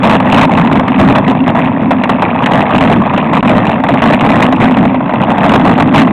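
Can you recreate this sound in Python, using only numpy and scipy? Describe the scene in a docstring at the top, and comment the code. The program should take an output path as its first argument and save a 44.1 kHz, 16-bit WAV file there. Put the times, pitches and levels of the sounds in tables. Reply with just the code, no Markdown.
"""A crackling rattle over a low drone: a bike rolls down a rocky trail with a small camera fixed to it.
Loose parts chatter against the housing, single stones give sharper knocks, and the shaking mount drones.
Rough patches shake mount and parts harder for a moment, while wind rushes over the microphone.
The narrow-band microphone stage is overdriven, so the jolts crackle. Once, the sound briefly drops out."""
import sys
import numpy as np
from scipy import signal
from scipy.fft import rfft, irfft, next_fast_len
from scipy.io import wavfile
from scipy.ndimage import uniform_filter1d, map_coordinates

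SR = 44100
rng = np.random.default_rng(int(sys.argv[2]) if len(sys.argv) > 2 else 0)


def pcm_store(signal):
    """Save signal as 16-bit PCM."""
    levels = np.round(np.clip(np.atleast_2d(signal), -1, 1) * 32767)
    wavfile.write(sys.argv[1], SR, levels.astype(np.int16).T)


N = 269892


# The housing's hollow answer to a tap. Each row: frequency in Hz, relative level in dB.
HOUSING_SPECTRUM = [(200, -36.5), (450, -3), (630, 4.5), (950, 2.5), (1150, -0.5), (1450, -10),
                    (1950, -8.5), (2350, -19), (2650, -14), (2900, -25), (3500, -21.5), (4100, -43)]

def chatter(level_db, taps_per_s, scatter_db, contact_s, count=4000):
    """Loose parts tap the housing at uneven intervals, each tap a short scuff."""
    spacing, force = rng.random((count, 2)).T
    at = (np.cumsum(.15 + 1.7 * spacing) / taps_per_s * SR).astype(int)
    energy = amp(scatter_db * (2 * force - 1)) ** 2
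    taps = np.bincount(at[at < N], energy[at < N], N)
    decay = np.exp(-2 / (contact_s * SR))
    scuffs = np.sqrt(signal.lfilter([1], [1, -decay], taps))
    pushes = shifting_colour(scuffs * rng.standard_normal(N), depth_db=7)
    return amp(level_db) * unit(ring(pushes, HOUSING_SPECTRUM))


def shifting_colour(x, depth_db, size=256):
    """Each tap lands on another spot, so the colour changes from one to the next."""
    spectra = signal.stft(x, nperseg=size)[2]
    colour = uniform_filter1d(rng.standard_normal(spectra.shape), size=4, axis=0)
    colour = uniform_filter1d(colour, size=2, axis=1)
    return signal.istft(spectra * amp(depth_db * np.tanh(unit(colour))), nperseg=size)[1][:N]


def frame_pings(level_db, ticks_per_s, centre_hz, spread, scatter_db, t60_s, count=600):
    """Small metal parts tick against the frame, each ringing briefly at its own pitch."""
    spacing, pitch, softness = rng.random((count, 3)).T
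    times = np.cumsum(-np.log(1 - spacing)) / ticks_per_s
    t = np.arange(SR // 20) / SR
    hz = centre_hz * np.exp(spread * (2 * pitch[:, None] - 1))
    ticks = amp(-scatter_db * softness[:, None] - 60 * t / t60_s) * np.sin(2 * np.pi * hz * t)
    at = (times[:, None] * SR).astype(int) + np.arange(len(t))
    return amp(level_db) * unit(np.bincount(at[at < N], ticks[at < N], N))


# Rough ground under the wheels. Each row: start in seconds, length in seconds,
# relative rattle level in dB, relative mount sway in dB.
ROUGH_PATCHES = [(0.039, 0.12, -4.5, -5.5), (0.268, 0.026, -6, -10.5), (0.322, 0.12, -1, -2),
                 (0.513, 0.16, -10, -7), (0.711, 0.085, -8.5, -6.5), (0.983, 0.14, -6, -1),
                 (1.145, 0.047, -2.5, -7.5), (1.266, 0.05, -5.5, -6), (1.465, 0.037, -7, -9),
                 (1.546, 0.13, -12.5, -21.5), (1.82, 0.041, -19.5, -8), (1.914, 0.017, -8, -17),
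                 (2.097, 0.027, -10.5, -10.5), (2.221, 0.036, -8.5, -16.5), (2.42, 0.048, -7.5, -8.5),
                 (2.512, 0.1, -6.5, -8.5), (2.737, 0.2, -7.5, -5.5), (2.953, 0.062, -15, -5),
                 (3.138, 0.035, -11.5, -9.5), (3.325, 0.041, -5.5, -11.5), (3.445, 0.155, -5.5, -7),
                 (3.652, 0.045, -9, -14), (3.885, 0.0061, -4, -12.5), (3.917, 0.027, -14.5, -3.5),
                 (4.02, 0.13, -5, -5.5), (4.219, 0.245, -6.5, -7.5), (4.6, 0.074, -4.5, -4.5),
                 (4.759, 0.11, -15, -4.5), (5.2, 0.018, -10, -7), (5.286, 0.027, -7.5, -12.5),
                 (5.419, 0.069, -8, -9), (5.495, 0.066, -2, -3), (5.647, 0.066, -5, -8.5),
                 (5.797, 0.035, -5, -11.5), (5.939, 0.085, 1.5, 2)]

def jolts(levels_db, attack_s=0.0078, release_s=0.011):
    """Strength of the rough patches: each takes hold, lasts for its length and dies away."""
    t = np.arange(N) / SR
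    strength = np.zeros(N)
    for (start, length, *_), db in zip(ROUGH_PATCHES, levels_db):
        attack = np.clip((t - start) / attack_s + .5, 0, 1)
        release = np.exp(-np.maximum(t - start - length, 0) / release_s)
        strength = np.maximum(strength, amp(db) * attack * release)
    return strength


# The bed of rattle between bumps. Each row: time in seconds, relative level in dB.
RATTLE_BED = [(0.0, -10), (0.34, -14), (0.49, -13.5), (1.1, -15.5), (1.88, -20), (2.7, -10), (3.25, -16),
              (3.57, -13), (3.89, -14.5), (4.25, -10), (4.98, -19), (5.5, -8.5), (5.91, -16.5),
              (6.1, -12.5)]

def jostle(steady_db):
    """How hard the loose parts are thrown about: the trail's steady grain plus its rough patches."""
    rattle_db = np.array(ROUGH_PATCHES)[:, 2]
    return np.hypot(amp(curve(RATTLE_BED) + steady_db), jolts(rattle_db))


# The bite of hard edges scraping. 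Each row: frequency in Hz, relative level in dB.
SCRAPE_SPECTRUM = [(600, -44), (1400, 3.5), (2000, 4.5), (2700, 3.5), (3100, -6), (4000, -13)]
# Single stone hits. Each row: start in seconds, relative level of clack and ring in dB,
# ring pitch in Hz, relative scrape level in dB.
STONE_HITS = [(0.032, -3.5, 620, -5.5), (0.095, -3.5, 830, -0.5), (0.201, -4.5, 830, -15),
              (0.412, -1, 780, 2), (0.573, -0.5, 892, -10.5), (0.673, -14.5, 870, -12),
              (0.756, -4.5, 620, -13), (0.881, -12, 1200, -9.5), (0.943, -11.5, 790, -10),
              (0.994, -4.5, 894, -11), (1.152, -3, 734, -5), (1.277, -3, 708, -17), (1.351, -8.5, 672, -24),
              (1.55, -10, 626, -21), (1.908, 0.5, 937, -17), (2.036, -6.5, 946, -4),
              (2.093, 3.5, 1152, -6.5), (2.221, -2, 884, -17.5), (2.46, -8, 1010, 2.5),
              (2.808, -1.5, 763, -4.5), (3.177, -6.5, 727, -4), (3.368, -3.5, 1167, -12),
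              (3.428, -6, 976, -14.5), (3.837, -3.5, 690, -16.5), (3.887, -1, 685, -12),
              (3.939, -2, 590, -17.5), (4.02, -3.5, 700, -6.5), (4.124, -8.5, 658, -12.5),
              (4.209, -4.5, 923, -8.5), (4.424, -4, 795, 2), (4.525, -0.5, 830, -14.5),
              (4.71, -7.5, 878, -30), (4.769, -6.5, 690, -17.5), (4.852, -5, 686, -23),
              (4.944, -6, 946, -18.5), (5.094, -8, 713, -24), (5.136, -6, 963, -17.5),
              (5.381, -4, 716, -11), (5.538, 0.5, 696, -1), (5.779, -7.5, 1014, -16),
              (5.979, -8.5, 940, 8.5)]

def stone_knocks(clack_db, tone_db, scrape_db, attack_s, t60_s):
    """A stone slams the parts together: a clack of the housing, a brief ring and a bright scrape."""
    t = np.arange(SR // 8) / SR
    clack = ringing_noise(HOUSING_SPECTRUM)
    scrape = ringing_noise(SCRAPE_SPECTRUM)
    blow = (1 - np.exp(-t / attack_s)) * amp(-60 * t / t60_s)
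    knocks = np.zeros(N)
    for start, body_db, hz, bright_db in STONE_HITS:
        span = round(start * SR) + np.arange(len(t))
        body = amp(clack_db) * clack[span] + amp(tone_db) * np.sin(2 * np.pi * hz * t)
        knocks[span] += blow * (amp(body_db) * body + amp(bright_db + scrape_db) * scrape[span])
    return knocks


def slack(lull_db, lull_s):
    """Just before each knock the bike goes light for an instant and its shaking slackens."""
    t = np.arange(N) / SR
    hits = np.append(np.sort(np.array(STONE_HITS)[:, 0]), np.inf)
    until_hit = hits[np.searchsorted(hits, t)] - t
    return amp(lull_db * np.exp(-(until_hit / lull_s) ** 2))


# The mount's low, boxy tone. Each row: frequency in Hz, relative level in dB.
MOUNT_SPECTRUM = [(25, -20.5), (55, -30.5), (100, -10), (150, -4.5), (200, 0.5), (235, 0), (265, -0.5),
                  (295, -4.5), (350, -12), (480, -19.5), (900, -59)]
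# The bed of shaking between bumps. Each row: time in seconds, relative level in dB.
SHAKE_BED = [(0.0, -11), (1.22, -12.5), (2.65, -15), (2.85, -17), (3.23, -13), (3.41, -9), (3.77, -13),
             (4.77, -10.5), (5.03, -13.5), (5.21, -14), (5.64, -7), (6.1, -8.5)]

def mount_drone(steady_db, bump_db, evenness, swell_s):
    """The trail shakes the mount, whose springiness keeps the swing fairly even."""
    swing = ringing_noise(MOUNT_SPECTRUM)
    power = np.abs(uniform_filter1d(swing ** 2, int(swell_s * SR) + 1)) + 1e-6
    sway_db = np.array(ROUGH_PATCHES)[:, 3]
    strength = np.hypot(amp(curve(SHAKE_BED) + steady_db), jolts(sway_db + bump_db))
    return strength * unit(swing / power ** (evenness / 2))


# The swell and fade of the mount's hum. Each row: time in seconds, relative level in dB.
HUM_SWELL = [(0, -14.5), (1.1, -12), (2.0, -12.5), (2.6, -35.5), (4.1, -22), (4.8, -11), (5.2, -22.5),
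             (5.8, -15)]

def mount_hum(centre_hz, width_hz):
    """The mount's sharpest resonance keeps singing between the jolts."""
    tone = filtered(rng.standard_normal(N), lambda hz: 1 / (1 + ((hz - centre_hz) / width_hz) ** 2))
    return amp(curve(HUM_SWELL)) * unit(tone)


# The colour of rushing air. Each row: frequency in Hz, relative level in dB.
WIND_SPECTRUM = [(30, -13.5), (200, 1.5), (450, 0.5), (1000, 12), (1450, -11.5), (2600, -3), (4000, -62)]

def wind(level_db):
    """Air flows steadily over the microphone, with slow gusts and quick eddies."""
    gusts_db = 1.2 * wobble(3) + 1.5 * wobble(40)
    return amp(level_db + gusts_db) * ringing_noise(WIND_SPECTRUM)


def amp(db):
    """Decibels to gain."""
    return 10 ** (np.asarray(db) / 20)


def unit(x):
    """Scale to rms 1."""
    return x / np.sqrt(np.mean(x ** 2) + 1e-20)


def gain_at(spectrum, hz):
    """Gain along (Hz, dB) rows, joined on a log frequency axis."""
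    points_hz, db = np.transpose(spectrum)
    return amp(np.interp(np.log(hz + 1), np.log(points_hz + 1), db))


def curve(rows):
    """(seconds, value) rows to one value per sample."""
    return np.interp(np.arange(N) / SR, *np.transpose(rows))


def wobble(knots_per_s):
    """A smooth random curve."""
    knots = rng.standard_normal(int(N * knots_per_s / SR) + 4)
    return map_coordinates(knots, [np.arange(N) * knots_per_s / SR])


def filtered(x, response):
    """Shape x with a gain that depends on frequency."""
    size = next_fast_len(N + SR // 2)
    return irfft(rfft(x, size) * response(np.fft.rfftfreq(size, 1 / SR)), size)[:N]


def ring(x, spectrum, size=4096):
    """Send x through a body with this spectrum; it rings only after each push (minimum phase)."""
    cepstrum = irfft(np.log(gain_at(spectrum, np.fft.rfftfreq(size, 1 / SR))))
    cepstrum[1:size // 2] *= 2
    cepstrum[size // 2 + 1:] = 0
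    impulse_response = irfft(np.exp(rfft(cepstrum)))
    return signal.fftconvolve(x, impulse_response)[:N]


def ringing_noise(spectrum):
    """Steady noise in the colour of this spectrum, at rms 1."""
    return unit(ring(rng.standard_normal(N), spectrum))


def scene():
    """Rattle, knocks and drone up front and wind behind, all at one microphone."""
    drone = mount_drone(steady_db=0.02, bump_db=-0.5, evenness=0.8, swell_s=0.057)
    hum = mount_hum(centre_hz=258.3, width_hz=13.6)
    # small parts buzz quickly; heavier ones clatter at a slower pace
    buzz = chatter(level_db=-5.0, taps_per_s=220, scatter_db=4.5, contact_s=0.0042)
    clatter = chatter(level_db=-3.5, taps_per_s=85, scatter_db=3.0, contact_s=0.0039)
    pings = frame_pings(level_db=-15, ticks_per_s=60, centre_hz=2358, spread=0.2,
                        scatter_db=9.5, t60_s=0.0083)
    rattle = (buzz + clatter + pings) * jostle(steady_db=1.14) * slack(lull_db=-5.5, lull_s=0.011)
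    stones = stone_knocks(clack_db=3.5, tone_db=2.5, scrape_db=0.5, attack_s=0.0004, t60_s=0.045)
    shaking = (drone + hum) * slack(lull_db=-3, lull_s=0.018)
    return (rattle + stones + shaking + wind(level_db=-22.5))[None]


def overdrive(x, ceiling, hardness):
    """The microphone stage saturates, flattening the peaks at its ceiling."""
    return x / (1 + np.abs(x / ceiling) ** hardness) ** (1 / hardness)


# A split-second hole in the sound. One row: start in seconds, end in seconds, gain in dB.
LEVEL_DIP = (3.409, 3.427, -25)
# The tone of the output stage. Each row: frequency in Hz, gain in dB.
OUTPUT_EQ = [(25, -4), (70, 1), (4000, -1), (4700, -6.5), (7500, 1), (16000, -4.5)]

def record(dry, mic_hz=4000, top_hz=15900):
    """The sound dips once, saturates and is band-limited; clipping what overshoots adds the crackle."""
    start, end, dip_db = LEVEL_DIP
    t = np.arange(N) / SR
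    dipped = dry[0] * amp(dip_db * ((t > start) & (t < end)))
    driven = overdrive(dipped, ceiling=0.79, hardness=3.8)
    narrow = filtered(driven, lambda hz: 1 / np.sqrt(1 + (hz / mic_hz) ** 44))  # steep low-pass
    clipped = np.clip(narrow, -.69, .69)
    return filtered(clipped, lambda hz: gain_at(OUTPUT_EQ, hz) * (hz < top_hz))[None]


dry = scene()
out = record(dry)
pcm_store(out)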